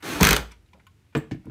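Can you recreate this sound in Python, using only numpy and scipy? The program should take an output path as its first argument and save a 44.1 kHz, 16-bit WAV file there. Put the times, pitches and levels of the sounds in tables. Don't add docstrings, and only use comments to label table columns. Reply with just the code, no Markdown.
import sys
import numpy as np
from scipy import signal
from scipy.fft import rfft, irfft
from scipy.io import wavfile

SR = 44100
rng = np.random.default_rng(int(sys.argv[2]) if len(sys.argv) > 2 else 0)


def persist_wave(psi):
    counts = np.round(np.clip(psi, -1, 1) * 32767).astype(np.int16)
    wavfile.write(sys.argv[1], SR, np.atleast_2d(counts).T)


def undo_db(level):
    steps = np.asarray(level, float) / 20
    return 10 ** steps


N = 66150

# (frequency [Hz], level per Hz [dB])
SNAP_COLOUR = [(180, -39), (300, -6), (455, 1), (603, -16.5), (1390, -1), (2400, -7), (2650, -12),
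               (5000, -13), (6100, -14), (16000, -18)]
# (time [s], peak level [dB], bench shake level [dB], contact cut of the shake [Hz])
CLUTCH_SLIPS = [
    (0.2086, -11.5, -6.5, 802.5),
    (0.2300, -2, -20, 500),
    (0.2494, -4, -17, 303),
    (0.2695, -4, -13, 150.6),
    (0.2887, -5.5, -11.5, 111),
    (0.308, -4, -9.5, 114),
    (.329, -6, -20, 109.5),
    (.3640, -9.5, -26, 200),
]


def rms_one(x):
    return x / np.sqrt(np.mean(x ** 2) + 1e-24)


def at_hz(points, hz):
    p = np.array(points)
    return np.interp(np.log(hz), np.log(p[:, 0]), p[:, 1])


def butter(x, order, hz, kind="low"):
    return signal.sosfilt(signal.butter(order, hz, kind, fs=SR, output="sos"), x)


def colour(x, spectrum, peaks_db=-60):
    # (frequency [Hz], width [Hz], level [dB])
    housing = [(1380, 390, -2.5), (2120, 90, -8), (2500, 62, 1), (3040, 120, -4.5), (3330, 120, -8.5),
               (3800, 250, -7.5), (4260, 83, -5), (6310, 250, -4), (9150, 95, -17), (13400, 130, -11),
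               (13800, 170, -11.5), (14900, 150, -16.5)]
    size = 4096
    hz = np.maximum(np.arange(size // 2 + 1) * SR / size, 5)
    peaks = 0
    for f, width, db in housing:
        peaks = peaks + undo_db(db - at_hz(SNAP_COLOUR, f)) / np.sqrt(1 + (2 * (hz - f) / width) ** 2)
    gain = undo_db(at_hz(spectrum, hz)) * (1 + undo_db(peaks_db) * peaks)
    cepstrum = irfft(np.log(gain))
    cepstrum = np.concatenate([cepstrum[:1], 2 * cepstrum[1:size // 2], np.zeros(size // 2)])
    h = irfft(np.exp(rfft(cepstrum)))
    return signal.oaconvolve(x, h / np.sqrt(np.sum(h ** 2)))[:N]


def ring(clicks, hz, t60):
    r, w = undo_db(-60 / (t60 * SR)), 2 * np.pi * hz / SR
    return signal.lfilter([0, np.sin(w)], [1, -2 * r * np.cos(w), r * r], clicks + 1e-18)


def burst(s, hold, tail):
    t = np.arange(N) / SR - s
    return (t >= 0) * np.exp(-np.maximum(t - hold, 0) / tail)


def push(s, db, cut_hz):
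    x, r = np.zeros(N), np.exp(-2 * np.pi * cut_hz / SR)
    x[min(int(s * SR), N - 1)] = undo_db(db)
    return signal.lfilter([(1 - r) ** 2], [1, -2 * r, r * r], x + 1e-18)


def grains(per_s, spread_db):
    size = undo_db(spread_db * np.minimum(rng.exponential(1, N), 5)) * rng.choice([-1, 1], N)
    return rms_one(size * (rng.random(N) < per_s / SR))


def floor():
    # (frequency [Hz], level per Hz [dB])
    air_colour = [(18, -32.5), (30, -6.5), (98, -4), (404, -15.5), (584, -25), (2480, -25), (4910, -32),
                  (11700, -38), (16000, -43)]
    air_db, hum_db, hum_hz, hum_width_hz = -64, -61.5, 93, 15
    air = colour(rng.standard_normal(N), air_colour)
    hum = rms_one(ring(rng.standard_normal(N), hum_hz, 2.2 / hum_width_hz))
    return undo_db(air_db) * air + undo_db(hum_db) * hum


def workshop(x):
    # (frequency [Hz], t60 [s])
    room_decay = [(60, 0.55), (250, 0.4), (1000, 0.33), (4000, .33), (12000, 0.26)]
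    level_db, build_up_s = -16.5, 0.004
    t, h = np.arange(SR // 2) / SR, 0
    for hz in 45 * 2. ** np.arange(9):
        band = butter(rng.standard_normal(len(t)), 2, [hz / np.sqrt(2), hz * np.sqrt(2)], "band")
        h = h + band * undo_db(-60 * t / at_hz(room_decay, hz))
    h = h * (1 - np.exp(-t / build_up_s))
    return undo_db(level_db) * signal.fftconvolve(x, h / np.sqrt(np.sum(h ** 2)))[:N]


def ticks():
    # (time [s], level [dB], pitch [Hz], length [s])
    touches = [(.004, -57, 1800, 0.023), (.004, -65, 12400, 0.021), (0.024, -42.5, 2840, 0.0097),
               (.508, -63, 12650, 0.0024), (0.511, -48.5, 2605, 0.017), (0.516, -50.5, 5960, 0.0065),
               (0.5161, -60, 10950, 0.004), (.625, -71, 8200, .002), (0.731, -61.5, 900, 0.0091),
               (0.732, -55.5, 2863, 0.0068), (0.744, -57, 450, 0.03), (0.736, -54, 166, 0.049),
               (1.166, -53.5, 11030, 0.018), (1.349, -63.5, 11900, .002), (0.797, -56, 1468, .01),
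               (.8669, -51.5, 2900, 0.007), (0.8675, -56.5, 9530, .005), (1.125, -64, 2006, 0.069),
               (1.311, -44.5, 3730, 0.014), (1.33, -71, 9000, .004), (1.455, -58, 8570, 0.003),
               (1.444, -62, 1093, 0.031)]
    # (frequency [Hz], level [dB])
    shell_modes = [(980, -3), (1520, -4), (2400, -3), (2950, -7), (3600, -5.5)]
    # (time [s], frequency [Hz], level [dB], t60 [s])
    pings = [(0.518, 964, -70, .12), (.517, 2400, -79, 0.033), (0.519, 5730, -64.5, .007),
             (0.661, 4000, -81, 0.0063), (0.662, 6570, -86, .006), (.687, 2840, -74, .008),
             (.732, 999, -72.5, .05), (0.734, 2473, -73, .012), (0.8005, 937, -75, .03),
             (.7995, 3900, -85, .006), (0.7989, 7240, -85, .006), (0.8674, 1077, -80, 0.085),
             (0.8681, 1498, -69, 0.031), (0.867, 3580, -83, .015), (.8673, 6870, -74, 0.0073)]
    shell_db, shell_t60_s = -30, 0.016
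    rough, rubs = grains(16000, 2.1), np.zeros(N)
    for s, db, hz, long in touches:
        band = butter(rough * burst(s, long / 2, long), 2, [hz / 2.2, min(hz * 1.44, .45 * SR)], "band")
        rubs += undo_db(db) * band * np.sqrt(SR / 4 / hz)
    shell = sum(undo_db(shell_db + db) * ring(rubs, hz, shell_t60_s) for hz, db in shell_modes)
    parts = sum(undo_db(db) * ring(rough * burst(s, 0.0018, 0.003), hz, t60) for s, hz, db, t60 in pings)
    return undo_db(-0.5) * rubs + shell + parts


def bench(blow, column, damp=0.98):
    # (frequency [Hz], t60 [s], level under the clutch [dB], under the heel [dB], under the toe [dB])
    modes = [(56, 0.19, -5.5, -18, -16), (74.4, 0.17, -6, -37, -33), (130, 0.22, -12.5, -9.5, -2),
             (145, 0.12, -9, -1, -1), (171.8, 0.14, 1, -27, -4.5), (212.3, 0.13, -3.5, -10, -24),
             (233, 0.13, -10.5, -4, -7), (310.7, 0.18, -10, -2, -4.5), (388, 0.062, -14.5, -9.5, -10),
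             (450, .09, -7, -4, -12), (562, .07, -21, -10.5, -48), (690, .06, -13, -20, -18),
             (1000.4, 0.14, -4.5, -12, -39), (1450, .04, -13, -7.5, -36)]
    signs = (-1) ** np.arange(len(modes))
    return sum(k * undo_db(row[column]) * ring(blow, row[0], row[1] * damp) for k, row in zip(signs, modes))


def jingle():
    # (frequency [Hz], level [dB], t60 [s])
    chuck_modes = [(7620, -59, 0.013), (8370, -62, 0.0093), (12340, -64.5, 0.0043), (15100, -59, 0.003)]
    start_s, hold_s, tail_s, hits_per_s = 1.165, 0.009, 0.021, 1000
    out = np.zeros(N)
    for hz, db, t60 in chuck_modes:
        hits = grains(hits_per_s, 2.9) * burst(start_s, hold_s, tail_s)
        out = out + undo_db(db - 7.0) * ring(hits, hz, t60)
    return out


def knocks():
    # (time [s], thud level [dB], contact cut [Hz], crack level [dB], side [0 heel, 1 toe])
    landings = [(1.1508, -23, 2500, -24, 0), (1.1555, -22.5, 1190, -28.5, 0), (1.164, -22.5, 600, -46, 0),
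                (1.171, -24, 504, -51, 0), (1.183, -29.5, 403, -53, 0), (1.3121, -39, 2020, -39, 1),
                (1.3168, -23.5, 504, -44, 1), (1.327, -36, 394, -57, 1), (1.345, -30.5, 493, -58, 1),
                (1.456, -40, 391, -60.5, 1), (1.468, -40, 900, -64, 0), (1.478, -34.5, 501, -67.5, 1),
                (1.488, -52, 400, -64.5, 1), (1.4978, -41, 900, -53, 0)]
    # (frequency [Hz], level per Hz [dB])
    crack_colour = [(300, -12), (500, -2.5), (1200, -14.5), (2300, -12.5), (3700, -24), (4800, -32),
                    (16000, -48)]
    # (frequency [Hz], level under the heel [dB], under the toe [dB], t60 [s])
    foot_modes = [(774, -32, -31, 0.034), (861, -48, -42, 0.014), (1070, -32, -32, 0.0098),
                  (1195, -23.5, -48, 0.024), (1743, -19, -22, 0.016), (2166, -33, -31, 0.023),
                  (2265, -44, -24, 0.016)]
    crack_s, tail_s, tail_db, toe_crack_db = 0.0022, 0.025, -13.5, -4
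    heel_damp, toe_damp = 0.48, 0.42
    heel, toe, heel_crack, toe_crack = np.zeros((4, N))
    for s, thud_db, cut_hz, crack_db, side in landings:
        crack = undo_db(crack_db) * (burst(s, 0, crack_s) + undo_db(tail_db) * burst(s, 0, tail_s))
        if side < .5:
            heel += push(s, thud_db + 6.0, cut_hz)
            heel_crack += crack
        else:
            toe += push(s, thud_db + 9, cut_hz)
            toe_crack += crack
    grit = rng.standard_normal(N)
    heel_crack, toe_crack = grit * heel_crack, grit * toe_crack
    thud = bench(heel, column=3, damp=heel_damp) - bench(toe, column=4, damp=toe_damp)
    cracks = colour(heel_crack + undo_db(toe_crack_db) * toe_crack, crack_colour)
    foot = sum(ring(undo_db(heel_db) * heel_crack + undo_db(toe_db) * toe_crack, hz, t60)
               for hz, heel_db, toe_db, t60 in foot_modes)
    return thud + cracks + foot + jingle()


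def coast():
    level_db, start_s, tail_s, low_cut_hz = -49, .368, 0.027, 4000
    hiss = butter(rng.standard_normal(N), 2, low_cut_hz, "high")
    return undo_db(level_db) * burst(start_s, 0, tail_s) * hiss


def strain():
    level_db, pitch_hz = -33.5, 600
    start_s, hold_s, tail_s = .215, 0.17, 0.029
    grind = rms_one(butter(grains(4000, 4.7), 2, [pitch_hz / 1.8, pitch_hz * 2.2], "band"))
    return undo_db(level_db) * burst(start_s, hold_s, tail_s) * grind


def motor():
    # (time [s], whir level [dB], armature turns [Hz], hum level over the whir [dB])
    effort = [(0.021, -73.5, 117.7, -20.5), (0.026, -44, 150.7, -20), (0.06, -33.5, 239.2, -18.5),
              (0.11, -31.5, 283.7, -13), (0.141, -31.5, 288.3, -5), (0.165, -32, 294.2, 5),
              (0.18, -33, 291, 0), (0.194, -34, 285, -12), (0.229, -21.5, 279.4, -15),
              (0.36, -29.5, 252.8, -15), (0.41, -44.5, 120.5, -28)]
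    # (multiple of the turns [1], level [dB])
    orders = [(1, 0), (3, -10), (4, -8.5), (5, -14.5)]
    # (frequency [Hz], level per Hz [dB])
    gear_colour = [(35, -46), (60, -16.5), (323, 0), (579, -10.5), (1380, -8), (4640, -18.5), (7940, -21.5),
                   (13300, -25), (16000, -29)]
    # (frequency [Hz], level [dB], t60 [s])
    shell_song = [(210, -57, .06), (454, -58, 0.066), (840, -53, 0.064), (1140, -48.5, 0.044),
                  (1410, -49, 0.059), (1790, -49.5, 0.044), (2120, -47, .05), (4250, -42, 0.032),
                  (4580, -41.5, .04), (6540, -39.5, .04)]
    teeth_per_s, tooth_spread_db, brush_depth, housing_db = 12000, 1, 0.11, -15.5
    mesh_order, mesh_db = 8.52, -10
    rumble_hz, rumble_db = 65, -8
    stop_s, fade_s = 0.433, 0.027
    s, whir_db, turns_hz, hum_db = np.transpose(effort)
    t = np.arange(N) / SR
    turn = 2 * np.pi * np.cumsum(np.interp(t, s, turns_hz)) / SR
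    teeth = grains(teeth_per_s, tooth_spread_db) * (1 + brush_depth * np.cos(turn))
    rattle = colour(teeth, gear_colour, housing_db)
    rattle = rattle + sum(undo_db(db) * ring(rattle, hz, t60) for hz, db, t60 in shell_song)
    mesh = undo_db(mesh_db) * np.sin(mesh_order * turn)
    hum = sum(undo_db(db) * np.sin(round(k) * turn + 2 * np.pi * rng.random()) for k, db in orders)
    rumble = undo_db(rumble_db) * rms_one(ring(rng.standard_normal(N), rumble_hz, .08))
    whir = rattle + mesh + undo_db(np.interp(t, s, hum_db)) * (hum + rumble)
    return undo_db(np.interp(t, s, whir_db)) * whir * np.clip((stop_s - t) / fade_s, 0, 1)


def clutch():
    favoured_hz = [2400, 1440, 6070, 4090, 1960, 2560, 6100, 1640]
    # (time [s], peak level [dB], top of their colour [Hz])
    rebounds = [(0.2134, -13.5, 6960), (0.2328, -8, 3000), (0.2417, -9.5, 14000), (0.2574, -16.5, 3500),
                (.2615, -15.5, 7050), (0.2757, -15.5, 3025), (0.28, -15, 8100), (0.294, -18.5, 4000),
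                (0.2997, -17.5, 6000), (0.3133, -13, 3000), (.3205, -18.5, 7000), (0.3367, -8, 2200),
                (0.344, -18.5, 5000), (.3765, -37, 9000)]
    slip_db, snap_s, snap_tail_s, housing_db = -8, 0.0027, 0.0012, -2
    chatter_db, chatter_s = -12.5, 0.015
    edge_hz, body_db = 2700, -5.5
    favour_db, favour_t60_s = -20, 0.01
    jolt_lag_s = .0015
    balls = grains(25000, 0.69)
    loose = colour(grains(15000, 0.83), SNAP_COLOUR, housing_db)

    snaps = [undo_db(db + slip_db) * burst(s, snap_s, snap_tail_s) * balls for s, db, _, _ in CLUTCH_SLIPS]
    sharp = colour(sum(snaps), SNAP_COLOUR, housing_db)
    snap = butter(sharp, 1, edge_hz, "high") + undo_db(body_db) * sharp
    favoured = sum(undo_db(favour_db) * ring(x, hz, favour_t60_s) for x, hz in zip(snaps, favoured_hz))

    after = sum(undo_db(db + slip_db + chatter_db) * burst(s, 0, chatter_s) for s, db, _, _ in CLUTCH_SLIPS)
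    chatter = butter(colour(after * grains(15000, 2.5), SNAP_COLOUR, housing_db), 1, 6000)
    late = 0
    for s, db, top_hz in rebounds:
        rebound = undo_db(db + slip_db + 2) * burst(s, snap_s * 0.89, snap_tail_s) * loose
        late = late + butter(rebound, 2, top_hz)

    jolt = sum(push(s + jolt_lag_s, db, cut_hz) for s, _, db, cut_hz in CLUTCH_SLIPS)
    seat = ring(push(.2035, -17, 3700), 900, 0.029)
    return snap + undo_db(5.0) * chatter + favoured + late + seat + bench(jolt, column=2)


def scene():
    near = ticks() + knocks() + coast() + strain() + motor() + clutch()
    return (near + workshop(near) + floor())[None]


def top_cut(x):
    return signal.sosfilt(signal.butter(12, 16440, fs=SR, output="sos"), x)


def record(dry):
    low_cut_hz, high_cut_hz, ceiling = 45, 16500, .72
    x = butter(dry, 4, low_cut_hz, "high")
    x = ceiling * np.tanh(x / ceiling)
    x = signal.sosfilt(signal.cheby2(12, 60, high_cut_hz, fs=SR, output="sos"), x)
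    return top_cut(x)


dry = scene()
out = record(dry)
persist_wave(out)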